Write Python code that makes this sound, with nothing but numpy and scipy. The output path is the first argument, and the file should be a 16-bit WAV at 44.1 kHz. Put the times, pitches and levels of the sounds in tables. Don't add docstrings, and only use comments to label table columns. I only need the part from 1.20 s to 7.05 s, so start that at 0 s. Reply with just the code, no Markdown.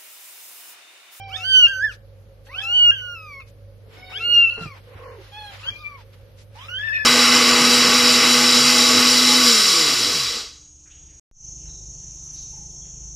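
import sys
import numpy as np
from scipy import signal
from scipy.fft import rfft, irfft, next_fast_len
from scipy.io import wavfile
from scipy.ndimage import uniform_filter1d, minimum_filter1d

SR = 44100
rng = np.random.default_rng(int(sys.argv[2]) if len(sys.argv) > 2 else 0)


def amp(db):
    return 10 ** (np.asarray(db, float) / 20)


def write(x):
    x = np.atleast_2d(x).T
    wavfile.write(sys.argv[1], SR, np.round(np.clip(x, -1, 1) * 32767).astype(np.int16))


N = 257984
T = np.arange(N) / SR


def at_hz(points, hz):
    return np.interp(np.log(hz), np.log(np.array(points)[:, 0]), np.array(points)[:, 1])


def rms_one(x):
    return x / np.sqrt(np.mean(x ** 2) + 1e-20)


def drift(rate_hz, size=N):
    r = np.exp(-2 * np.pi * rate_hz / SR)
    settle = 9000
    slow = signal.lfilter([1], [1, -2 * r, r * r], rng.standard_normal(size + settle))
    return rms_one(slow[settle:])


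def cycle_phase(hz, jitter):
    return 2 * np.pi * np.cumsum(hz * (1 + jitter)) / SR


def unroll(rows, fade_s):
    s, *columns = np.transpose(rows)
    first, last = s[0] - fade_s, s[-1] + fade_s
    span = slice(max(int(first * SR), 0), min(int(last * SR), N))
    gate = np.interp(T[span], [first, s[0], s[-1], last], [0, 1, 1, 0])
    return span, gate, [np.interp(T[span], s, c) for c in columns]


def partial(phase, db, pan_db, lead_rad):
    left = np.sqrt(1 / (1 + amp(-pan_db) ** 2))
    right = np.sqrt(1 - left ** 2)
    return 2 * amp(db) * np.array([left * np.sin(phase + lead_rad / 2), right * np.sin(phase - lead_rad / 2)])


def coloured(spectrum, patchy_db):
    # frequency in Hz, likeness from -1 to 1.
    likeness = [(60, 1), (280, 0.21), (600, 0.33), (1300, .1), (13000, 0.048)]
    edges_hz = 37.5 * 2 ** np.arange(0, 8.6, .5)
    white = rng.standard_normal((2, 2, N))
    bands = []
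    for k, (low, high) in enumerate(zip(edges_hz, edges_hz[1:])):
        centre_hz = np.sqrt(low * high)
        sos = signal.butter(2, [low, high], "band", fs=SR, output="sos")
        mid, side = signal.sosfilt(sos, white[k % 2])
        alike = np.clip(at_hz(likeness, centre_hz), -1, 1)
        gain = amp(at_hz(spectrum, centre_hz) + patchy_db * drift(31))
        bands.append(gain * (np.sqrt(1 + alike) * mid + np.sqrt(1 - alike) * side * [[1], [-1]]))
    return sum(bands) / np.std(sum(bands[8:]))


def scoop(start_s, end_s, low_hz, top_hz, peak_db):
    # share of length, share of climb, effort in dB, mouth opening in dB.
    scoop_shape = [(0, 0.041, -28.5, 6), (.25, .26, -18, 5), (.6, .65, -10.5, 14.5),
                   (0.861, .91, -2.5, 15.5), (.999, 0.98, -12.5, 8)]
    return [(start_s + u * (end_s - start_s), low_hz + climb * (top_hz - low_hz), peak_db + effort, mouth)
            for u, climb, effort, mouth in scoop_shape]


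def kitten():
    # start in seconds, end in seconds, from Hz, to Hz, peak in dB.
    scoops = [
        (0.079, 0.176, 962, 1860, -36),
        (1.269, 1.429, 755, 1790, -32.5),
        (2.901, 2.988, 1014, 1745, -34),
        (4.393, 4.507, 1055, 1721, -35.5),
    ]
    # time in seconds, pitch in Hz, effort in dB, mouth in dB.
    holds = [
        [(.17, 1277, -43, 1.5), (.23, 1371, -47, 16.5), (.248, 1513, -32, 6.5), (.29, 1563, -31, 9.5),
         (.36, 1511, -25, 16.5), (.389, 1503, -31.5, 23), (.41, 1477, -29.5, 17), (.447, 1416, -35.5, 30),
         (.469, 1377, -36.5, 24.5)],
        [(1.418, 1297, -60.5, 22.5), (1.439, 1310, -40.5, 12), (1.5, 1413, -41, 17.5),
         (1.556, 1494, -41.5, 26.5), (1.607, 1462, -40.5, 29.5), (1.685, 1425, -37.5, 27),
         (1.706, 1402, -32.5, 24.5), (1.715, 1406, -55, 16)],
        [(2.985, 1207, -61, 21), (3.012, 1347, -37, 7), (3.054, 1417, -40, 19.5), (3.12, 1429, -42.5, 28),
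         (3.185, 1403, -39, 29.5), (3.23, 1387, -37, 26), (3.262, 1346, -44.5, 29), (3.297, 1332, -48.5, 26.5)],
        [(4.505, 1166, -58, 15.5), (4.562, 1173, -62, 26), (4.619, 1238, -44.5, -5), (4.645, 1178, -45.5, 10.5),
         (4.668, 1175, -54, 30.5), (4.688, 1200, -45, 5), (4.757, 1105, -44, 0), (4.82, 844, -58, -32)],
    ]
    # time in seconds, pitch in Hz, effort, mouth in dB.
    closings = [
        [(.472, 1575, -28, 3), (.508, 1596, -26, -5), (.55, 1535, -27.5, -9.5), (.6, 1522, -25, -23),
         (.622, 1650, -24, -22), (.648, 1785, -16, -28), (.682, 1640, -27.5, -18), (.705, 1450, -36.5, -3.5),
         (.73, 1200, -59, 13)],
        [(1.716, 1634, -26.5, -8), (1.755, 1592, -36, 3.5), (1.785, 1494, -46.5, 13.5), (1.821, 1474, -36, 4.5),
         (1.941, 1406, -36.5, -1.5), (1.965, 1329, -46.5, 9), (2.061, 1233, -42.5, -3), (2.148, 1100, -49, 11),
         (2.208, 1078, -49.5, 7)],
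        [(2.203, 1347, -51, 9.5), (2.22, 1260, -55, 15.5), (2.235, 1134, -67, 2)],
        [(3.298, 1429, -47.5, 26.5), (3.322, 1425, -47, 21.5), (3.345, 1410, -45, 15.5), (3.385, 1404, -45, 5),
         (3.435, 1386, -36, -0.5), (3.466, 1263, -48, 5), (3.523, 1101, -47.5, 8), (3.58, 920, -65, -12.5)],
    ]
    # time in seconds, pitch in Hz, effort in dB, mouth opening in dB.
    last_mew = [
        [(5.355, 818, -47, -37), (5.424, 1096, -44.5, -1), (5.47, 1316, -52, -2)],
        [(5.486, 1333, -42.5, 11), (5.508, 1462, -39, 3.5), (5.547, 1497, -35, 5), (5.584, 1595, -39, 15.5)],
        [(5.587, 1684, -31, 6), (5.615, 1685, -31.5, -2.5), (5.643, 1790, -26.5, -17),
         (5.675, 1775, -24.5, -13.5), (5.703, 1726, -26, -18), (5.73, 1796, -23.5, -21),
         (5.765, 1802, -20.5, -19.5), (5.795, 1712, -25.5, -26), (5.82, 1730, -26, -22.5),
         (5.85, 1630, -29, -18)],
    ]
    flutters = [.4, .55, .25, .45, .03, .02, .02, .28, .1, .1, .15, .4, .18, .25, .45]
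    third_lifts_db = [0, -3.5, 2, 13, -1.5, -4, 11.5, 6, -1.5, -11.5, 11, 6.5, 15.5, 0, 0]
    # breath in dB, partial 2 left-right in dB, partials 5-7 in dB,
    # partial 2 left lead in rad, upper partials in dB.
    hoarse = [(-22, -3, 1, -0.3, -54.5), (-18.5, -1, -0.5, 0.6, -62), (-22.5, 11.5, 3, -3.5, -57.5),
              (-11.5, 7.5, -7, 0.5, -64), (-41, 1, 2, 0.92, -41), (-41, -0.5, 5.5, 1.22, -44.5),
              (-40, 0, 3.5, -0.52, -49), (-23, 8.5, -7.5, -2.5, -54.5), (-35, -1, 0, 0.05, -45),
              (-29, 0, -2, 0.1, -52), (-32, -2, -4, 1, -68.5), (-27, 5, -8.5, -0.2, -50),
              (-17.5, 3, -4, -3, -53.5), (-30.5, -1.5, -2.5, 2, -56.5), (-24, 0, 1, 1.05, -54.5)]
    # frequency in Hz, level in dB.
    throat = [(2700, -15.5), (3600, -15), (4050, -10.5), (4500, 4.5), (5400, 1), (6100, -1.5), (7100, -13),
              (9500, -22)]
    # frequency in Hz, density in dB per Hz.
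    breath_colour = [(550, -43), (1000, -8), (2650, -7.5), (6100, -18.5), (7400, -45.5)]
    # left-right in dB, left lead in rad.
    upper_sides = [(-12, 2.1), (-4.5, 0.05)]
    # frequency in Hz, left-right in dB, left lead in rad.
    ports = [(2150, 1, 0.22), (2500, 0.5, 0.8), (2660, 3, 0.37), (2770, -3, 1.8), (2950, -5.5, 2.6),
             (3220, -3.5, 2), (3500, -14, 3)]
    # time in seconds, left-
    # right in dB, left lead in rad.
    head_turns = [(.2, -1, 0.19), (.59, -1, -0.4), (.65, -6, 0.27), (0.721, -3, 0.31), (1.5, -1.5, .1),
                  (1.56, -1, 1.8), (1.63, -4.5, .5), (1.7, 0.5, 0.32), (1.73, -9, -1.6), (1.9, -2.5, .2),
                  (2.2, -4, -0.28), (3.0, -1.5, 0.39), (3.3, 1.5, -0.98), (3.45, 1, -0.12), (4.6, 2, 1),
                  (4.75, -2.5, -0.023), (5.5, -6, -0.59), (5.56, 1, .2), (5.582, -6, 1.2),
                  (5.6, 7, -1), (5.625, 8, .2), (5.64, 7, -2), (5.68, 11, -2), (5.71, 11, -2),
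                  (5.74, 8.5, -2.7), (5.762, -1.5, -4), (5.8, 20, -2), (5.82, 11, -2)]
    swings = [
        [(.21, 5, 1.0), (.225, 5.5, 1.3), (.245, -10.5, 3.1), (.29, -3, 3.4), (.355, -9.5, 3.0),
         (.385, 1.5, 2.9), (.415, -5, 2.5), (.435, 2, 1.95), (.465, 1.5, 1.7)],
        [(1.44, 5, 1.0), (1.48, 1, 1.6), (1.52, 0, 1.8), (1.55, -1, 2.3), (1.58, -6, 2.3), (1.62, -1, 2.0),
         (1.7, -1, 1.9)],
        [(3.0, 1.5, 0.05), (3.04, 1, .55), (3.07, -4, 1.2), (3.125, -8.5, 1.0), (3.15, -6, .05),
         (3.185, 5.5, .55), (3.21, 0, .8), (3.255, 5.5, .3), (3.29, -4, .1)],
    ]
    # time in seconds, partial 3 in dB, partial 4 in dB.
    tongues = [
        [(.24, -1, -0.5), (.28, 3.5, -9), (.33, 7.5, 4), (.39, 0.5, 12), (.45, 6.5, -2), (.5, -3, 4.5),
         (.6, -7, 5), (.64, 1, -7), (.7, -14, -11)],
        [(1.45, 12.5, -1), (1.55, 0.5, -3), (1.64, 9, -7.5), (1.69, -4, 0.5), (1.75, 4, 3), (1.85, 6.5, 0.5),
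         (1.95, 12.5, 2.5), (2.1, 18, -6), (2.2, 13.5, -5)],
        [(3.02, 0.5, -6), (3.1, 2.5, -9), (3.15, 4.5, 11.5), (3.2, -2, -1), (3.28, -9, -5.5), (3.33, -1, -14.5),
         (3.4, 1, -10.5), (3.5, -5, -6.5)],
        [(4.5, -3, -7), (4.62, 15, 4), (4.7, -4, -9.5), (4.8, 0, -11)],
        [(5.36, -13.5, -9), (5.41, 15.5, -14), (5.46, 5.5, 4), (5.52, -1, 6), (5.6, -4, -1), (5.7, 3.5, 2),
         (5.78, 2.5, -3)],
    ]

    out = np.zeros((2, N))
    breath = coloured(breath_colour, patchy_db=4.0)
    head, tongue = np.transpose(head_turns), np.transpose(sum(tongues, []))
    port_hz, port_db, port_rad = np.transpose(ports)
    registers = [scoop(*row) for row in scoops] + holds + closings + last_mew
    for rows, flutter, third_db, tone in zip(registers, flutters, third_lifts_db, hoarse):
        breath_db, turn_db, top_db, lead_rad, upper_db = tone
        span, gate, (hz, effort_db, mouth_db) = unroll(rows, fade_s=0.0038)
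        t, size = T[span], len(hz)
        since = t - t[0]
        flutter = flutter + .3 * np.exp(-since / .05) * (flutter < .2)
        phase = cycle_phase(hz, .03 * flutter * drift(35, size))

        loud = np.hypot(amp(effort_db), amp(effort_db + mouth_db))
        upper = upper_db + 0.16 * (20 * np.log10(loud) + 30) + 0.5 * np.exp(-since / 0.054)
        third = third_db + np.interp(t, tongue[0], tongue[1])
        fourth = np.interp(t, tongue[0], tongue[2])
        lifts_db = [third, fourth, top_db, top_db, top_db]
        levels_db = [effort_db, effort_db + mouth_db]
        for k, lift_db in enumerate(lifts_db, start=3):
            levels_db.append(upper + at_hz(throat, k * hz) - 4 * (k - 3) + lift_db)

        first_side = [np.interp(t, head[0], c) for c in head[1:]]
        second_side = [turn_db + np.interp(2 * hz, port_hz, port_db),
                       lead_rad + np.interp(2 * hz, port_hz, port_rad)]
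        if rows in holds[:3]:
            swing = np.transpose(swings[holds.index(rows)])
            second_side = [np.interp(t, swing[0], c) for c in swing[1:]]
        sides = [first_side, second_side] + upper_sides

        for k, db in enumerate(levels_db):
            shimmer = 1 - flutter * min(k, 2) * .8 + flutter * (.2 + .65 * k) * drift(70, size)
            if k == 0:
                shimmer = shimmer + .3 * flutter * drift(220, size)
            skirt = [.13, .04, .1 * k + flutter][min(k, 2)]
            shimmer = shimmer + skirt * drift(300 if k > 1 else 25, size)
            out[:, span] += gate * shimmer * partial((k + 1) * phase, db, *sides[min(k, 3)])

        gust_db = 9.5 * np.exp(-since / .07)
        out[:, span] += gate * np.sqrt(loud) * amp(breath_db - 16.5 + gust_db) * breath[:, span]
    return out + strong_weak_cycles()


def strong_weak_cycles():
    # time in seconds, frequency in Hz, level in dB.
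    half_line = [(5.62, 2706, -55), (5.642, 2680, -39.5), (5.66, 2660, -56), (5.682, 2615, -36),
                 (5.71, 2570, -52), (5.742, 2574, -30.5), (5.772, 2537, -29.5), (5.79, 2570, -40.5),
                 (5.815, 2503, -36), (5.85, 2470, -50)]
    out = np.zeros((2, N))
    span, gate, (hz, db) = unroll(half_line, fade_s=0.013)
    phase = cycle_phase(hz, .015 * drift(60, len(hz)))
    lines = partial(phase, db + 3.0, 3.3, 1.1) + partial(phase * 5 / 3, db - 21.5, -14, 0.96)
    out[:, span] = gate * (1 + 0.51 * drift(170, len(hz))) * lines
    return out


def linger():
    # start in seconds, frequency in Hz, level in dB, t60 in seconds, left lead in rad.
    ring_ons = [
        (.471, 2780, -22, 0.12, 1.8),
        (1.716, 2826, -23.5, 0.15, 1.8),
        (3.298, 2707, -26, 0.33, .3),
    ]
    out = np.zeros((2, N))
    for s, hz, db, t60_s, lead_rad in ring_ons:
        span = slice(round(s * SR), round(s * SR) + 9000)
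        t = T[span] - s
        decay_db = db - 60 * t / t60_s + 2.0 * drift(30, len(t))
        out[:, span] += np.clip(t / .003, 0, 1) * partial(2 * np.pi * hz * t, decay_db, -1.5, lead_rad)
    return out


def litter_mate():
    # start in seconds, length in seconds, pitch in Hz, sag in Hz per second, level in dB.
    answers = [
        (-.1, 0.39, 776, 120, -43.5),
        (1.35, 0.38, 786, 67, -50.5),
        (2.771, 0.33, 746.5, 15, -55.5),
        (4.123, 0.225, 839.4, 264, -45.5),
    ]
    # share of length, pitch ratio, level in dB.
    answer_shape = [(0, .93, -4.5), (0.219, .999, 4), (.5, 1.001, 2.95), (.8, .98, -0.5), (.999, .94, -15)]
    # partial 3 over 1 in dB, lifts in dB of partial 4, 5, 6-7 and 2.
    answer_mouth = [(-7.5, -0.5, -3, -7.5, -1.5), (-8, -2.5, -5, -11.5, 5.5), (7, -8, 5.5, -4, -2.5),
                    (-7.5, 11.5, 14, -8, 9.5)]
    arches = [1, 1, .35, 1]
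    # multiple of the pitch, level in dB re partial 3, left-right in dB, left lead in rad.
    mate_partials = [(2, -9, 0, 1.1), (3, -0.5, 2, -0.85), (4, -4, -3, 1.8), (5, -11, -8, -0.54),
                     (6, -10.5, -5, 0.55), (7, -10, -8, 0.18)]
    out = np.zeros((2, N))
    for answer, mouth, arch in zip(answers, answer_mouth, arches):
        start_s, length_s, pitch_hz, sag, level_db = answer
        open_db, fourth_db, fifth_db, top_db, second_db = mouth
        rows = [(start_s + u * length_s, ratio ** arch * pitch_hz - sag * (u - .5) * length_s, level_db + db)
                for u, ratio, db in answer_shape]
        span, gate, (hz, first_db) = unroll(rows, fade_s=0.0075)
        size = len(hz)
        phase = cycle_phase(hz, .006 * drift(45, size))
        lifts_db = {2: second_db, 3: 0, 4: fourth_db, 5: fifth_db, 6: top_db, 7: top_db}
        voice = partial(phase, first_db, -4.0, 0.24)
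        for k, db, pan_db, lead_rad in mate_partials:
            shimmer = 1 + .4 * drift(55, size) + .33 * drift(11, size)
            partial_db = first_db + open_db + db + lifts_db[round(k)]
            voice += shimmer * partial(round(k) * phase, partial_db, pan_db, lead_rad)
        out[:, span] += gate * voice
    return out


def mother():
    # time in seconds, pitch in Hz, partial 1 in dB, partial 2 in dB.
    trills = [
        [(2.63, 440, -62, -75), (2.76, 445, -57.5, -75), (2.86, 440, -68, -73), (3.0, 440, -53.5, -71.5),
         (3.15, 442, -59.5, -72), (3.3, 438, -56.5, -73)],
        [(3.675, 492, -52, -69.5), (3.731, 529, -50, -58.5), (3.742, 520, -69, -51)],
        [(3.795, 504.4, -48.5, -50), (3.85, 511.7, -48, -44), (3.936, 503.6, -47, -48), (3.965, 462, -52, -52),
         (3.995, 381, -46.5, -62), (4.025, 362, -56.5, -71)],
    ]
    roll_hz, depth = 43.0, .9
    out = np.zeros((2, N))
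    for rows in trills:
        span, gate, (hz, first_db, second_db) = unroll(rows, fade_s=0.00627)
        roll = np.cos(2 * np.pi * roll_hz * (T[span] - 3.815))
        phase = cycle_phase(hz, .085 * roll + .015 * drift(40, len(hz)))
        voice = (1 - 0.18 * depth * roll) * partial(phase, first_db + 3.5, -3.0, 0.22)
        voice += (1 + depth * roll) * partial(2 * phase, second_db - 3.5, -1.4, 0.16)
        out[:, span] = gate * voice * (1 + 0.15 * drift(58, len(hz)))
    return out


def rustle():
    # centre in seconds, length in seconds, level in dB, centre frequency in Hz.
    brushes = [(0.736, 0.081, -47, 4980), (1.27, 0.06, -54.5, 5090), (2.287, 0.07, -57, 5080),
               (2.673, 0.054, -56.5, 495), (2.762, 0.2, -49.5, 2430), (2.795, .36, -55, 260),
               (2.92, 0.083, -41.5, 1890), (2.985, 0.94, -56.5, 2450), (3.167, 0.5, -46.5, 371),
               (3.386, 0.066, -40.5, 820), (3.442, 0.17, -44.5, 3500), (3.567, 0.11, -48, 1790),
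               (3.662, 0.33, -59.5, 2950), (3.842, 0.55, -47.5, 1500), (4.047, 0.22, -51, 2720),
               (4.308, 0.94, -50.5, 3160), (4.347, 0.15, -43, 2360), (4.417, 0.13, -51, 3960),
               (4.802, 0.11, -51, 2500), (4.94, 0.045, -53, 2590), (4.999, .71, -62.5, 2400),
               (5.205, 0.11, -54, 4310), (5.438, 0.3, -48, 2950), (0.203, .22, -48, 4530),
               (1.437, 0.082, -45.5, 4400), (3.019, .09, -49, 4000), (4.2, .26, -69.5, 2500)]
    out = np.zeros((2, N))
    for s, length_s, db, hz in brushes:
        size = min(round(length_s * SR), SR)
        start = round(s * SR) - size // 2
        white = rng.standard_normal((3, SR))[:, :size]
        sos = signal.butter(2, [hz / 4.2, min(hz * 1.5, 6800)], "band", fs=SR, output="sos")
        band = signal.sosfilt(sos, 0.42 * white[0] + white[1:])
        clumps = amp(db + 0.76 * drift(30, SR)[:size])
        out[:, start:start + size] += clumps * np.hanning(size) * rms_one(band)
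    return out


def paws():
    # start in seconds, peak in dB, ring in Hz, t60 in seconds.
    thumps = [
        (1.119, -60.5, 96.6, 0.07),
        (2.547, -68.5, 91.2, 0.07),
        (3.373, -37.5, 443, 0.28),
        (3.411, -27, 165.6, 0.12),
        (3.455, -27.5, 148, 0.084),
        (3.748, -39, 90, 0.16),
        (4.5, -42, 105.7, 0.35),
    ]
    out = np.zeros(N)
    for s, db, hz, t60_s in thumps:
        span = slice(round(s * SR), round(s * SR) + 8000)
        t = np.maximum(T[span] - s, 0)
        shape = amp(-60 * t / t60_s) * (1 - np.exp(-t / 0.0037))
        out[span] += amp(db + 4.0) * shape * (np.sin(2 * np.pi * hz * t) + 0.31 * drift(470, len(t)))
    return out * amp([[-1.5], [1.5]])


def room(x):
    t60_s, wall_cut_hz = 0.21, 5000
    size = next_fast_len(N + SR)
    w = 2 * np.pi * np.arange(size // 2 + 1) / size
    dull = 1 / (1 + 1j * w * SR / (2 * np.pi * wall_cut_hz * 4))
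    loops = [amp(-60 * lag_s / t60_s) * dull * np.exp(-1j * w * lag_s * SR)
             for lag_s in np.geomspace(.0083, .0331, 16)]
    echoes = [sum((-1) ** k * g / (1 - g) for k, g in enumerate(loops[c::2])) for c in range(2)]
    return irfft(rfft(x[::-1], size) * echoes, size)[:, :N]


def appliance():
    # frequency in Hz, level in dB rms.
    hum_lines = [
        (49, -55.5),
        (100, -47),
    ]
    # frequency in Hz, width in Hz, level in dB.
    whirs = [
        (477.2, 70, -63.5),
        (547.7, 40, -58),
    ]
    # frequency in Hz, density in dB per Hz.
    hiss_colour = [(45, -18), (75, -10.5), (150, -19.5), (300, -29.5), (550, -25), (750, -36), (5100, -45),
                   (6800, -51), (7600, -72), (11400, -46), (13500, -52)]
    hiss_db = -63
    hum = np.zeros(N)
    for hz, db in hum_lines:
        level = np.sqrt(2) * amp(db + 2.0 * drift(2.7))
        hum += level * np.sin(2 * np.pi * hz * T + 1.0 * drift(2.1))
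    for hz, width_hz, db in whirs:
        r = np.exp(-np.pi * width_hz / SR)
        poles = [1, -2 * r * np.cos(2 * np.pi * hz / SR), r * r]
        once = signal.lfilter([1, 0, -1], poles, rng.standard_normal(N))
        hum += amp(db) * rms_one(signal.lfilter([1], poles, once))
    return hum * amp([[-1.3], [1.3]]) + amp(hiss_db) * coloured(hiss_colour, patchy_db=.8)


def rebuilt_top(x):
    # frequency in Hz, level in dB re the voice.
    fillers = [(8958, -50), (10163, -53)]
    # start in seconds, end in seconds, frequency in Hz, level in dB.
    steady_filler = (2.93, 3.3, 10163, -68)
    shift_hz, copy_db, haze_db = 18 * SR / 128, -14.5, -60
    air_hz, air_db = 11600, 3
    band = signal.sosfilt(signal.butter(8, [3900, 7600], "band", fs=SR, output="sos"), x)
    strength = np.abs(uniform_filter1d(band ** 2, size=1024)) ** 0.17
    band = (.6 * band + .05 * band[::-1])[::-1]
    evened = band * amp(-6.5) / (strength + .012) ** 0.35
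    haze = strength * signal.lfilter([.5, -1, .5], 1, rng.standard_normal(N))
    both = evened * 2 * np.cos(2 * np.pi * shift_hz * T) + amp(haze_db - copy_db + 16.5) * haze
    copy = signal.sosfilt(signal.butter(8, 9400, "high", fs=SR, output="sos"), both)
    air = signal.sosfiltfilt(signal.butter(2, air_hz, "high", fs=SR, output="sos"), copy * 0.58 / 0.58)
    copy = 0.58 * copy + amp(air_db) * air

    start_s, end_s, tone_hz, tone_db = steady_filler
    gate = np.interp(T, [start_s, start_s + .03, end_s - .03, end_s], [0, 1, 1, 0])
    copy = copy + amp(tone_db - copy_db) * gate * np.sin(2 * np.pi * tone_hz * T)
    loud = np.sqrt(uniform_filter1d(np.mean(x ** 2, axis=0), size=2048) + 1e-12)
    tones = sum(amp(db) * loud * np.sin(2 * np.pi * hz * T) for hz, db in fillers)
    return amp(copy_db) * copy + tones


def masked(x):
    mask_db, up_db_per_khz, down_db_per_khz = -39.5, 2.3, 81
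    valley_db, top_opens_s = 18, .09
    hz, s, z = signal.stft(x, SR, nperseg=2048)
    level = 10 * np.log10(np.add.reduceat(abs(z) ** 2, np.arange(0, 1025, 16), axis=1) + 1e-14)
    khz = hz[::16] / 1000
    column = khz[:, None]
    above = column - khz
    fall = np.where(above > 0, up_db_per_khz * above, -down_db_per_khz * above)
    fall = fall + 99 * (khz < 1)
    spread = np.max(level[:, None] - fall[None, :, :, None], axis=2) + mask_db
    near_peak = -minimum_filter1d(-level, size=5, axis=1)
    spread = np.maximum(spread, near_peak - valley_db - 99 * (column < 3.2)) - 9.0 * (column < 2.6)

    patches = uniform_filter1d(rng.standard_normal(level.shape[1:]), size=6)
    starved = patches > .46 - .4 * (abs(column - 7.6) < 1.7) - .25 * (column > 9.3)
    faint = level < level[:, 3:].max(axis=1, keepdims=True) - 8
    no_peak = level < uniform_filter1d(level, size=3, axis=1) + 2.5
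    spread = np.where(starved & faint & no_peak, 0, spread)
    keep = np.where(column > 1.6, 1 / (1 + np.exp(np.clip(spread - level, -30, 30))), 1)
    keep = keep * ((column < 6.7) | (s > top_opens_s))
    return signal.istft(z * np.repeat(keep, 16, axis=1)[:, :1025], SR, nperseg=2048)[1][:, :N]


def scene():
    voices = kitten() + linger() + litter_mate() + mother()
    near = voices + amp(-19) * room(voices) + rustle()
    return near + rebuilt_top(near) + paws() + appliance()


def band_limit(x):
    return signal.sosfilt(signal.butter(12, 13650, fs=SR, output="sos"), x)


def record(dry):
    low_pass = signal.cheby2(12, 60, 13900, fs=SR, output="sos")
    return band_limit(signal.sosfilt(low_pass, masked(dry)))


dry = scene()
out = record(dry)
write(out)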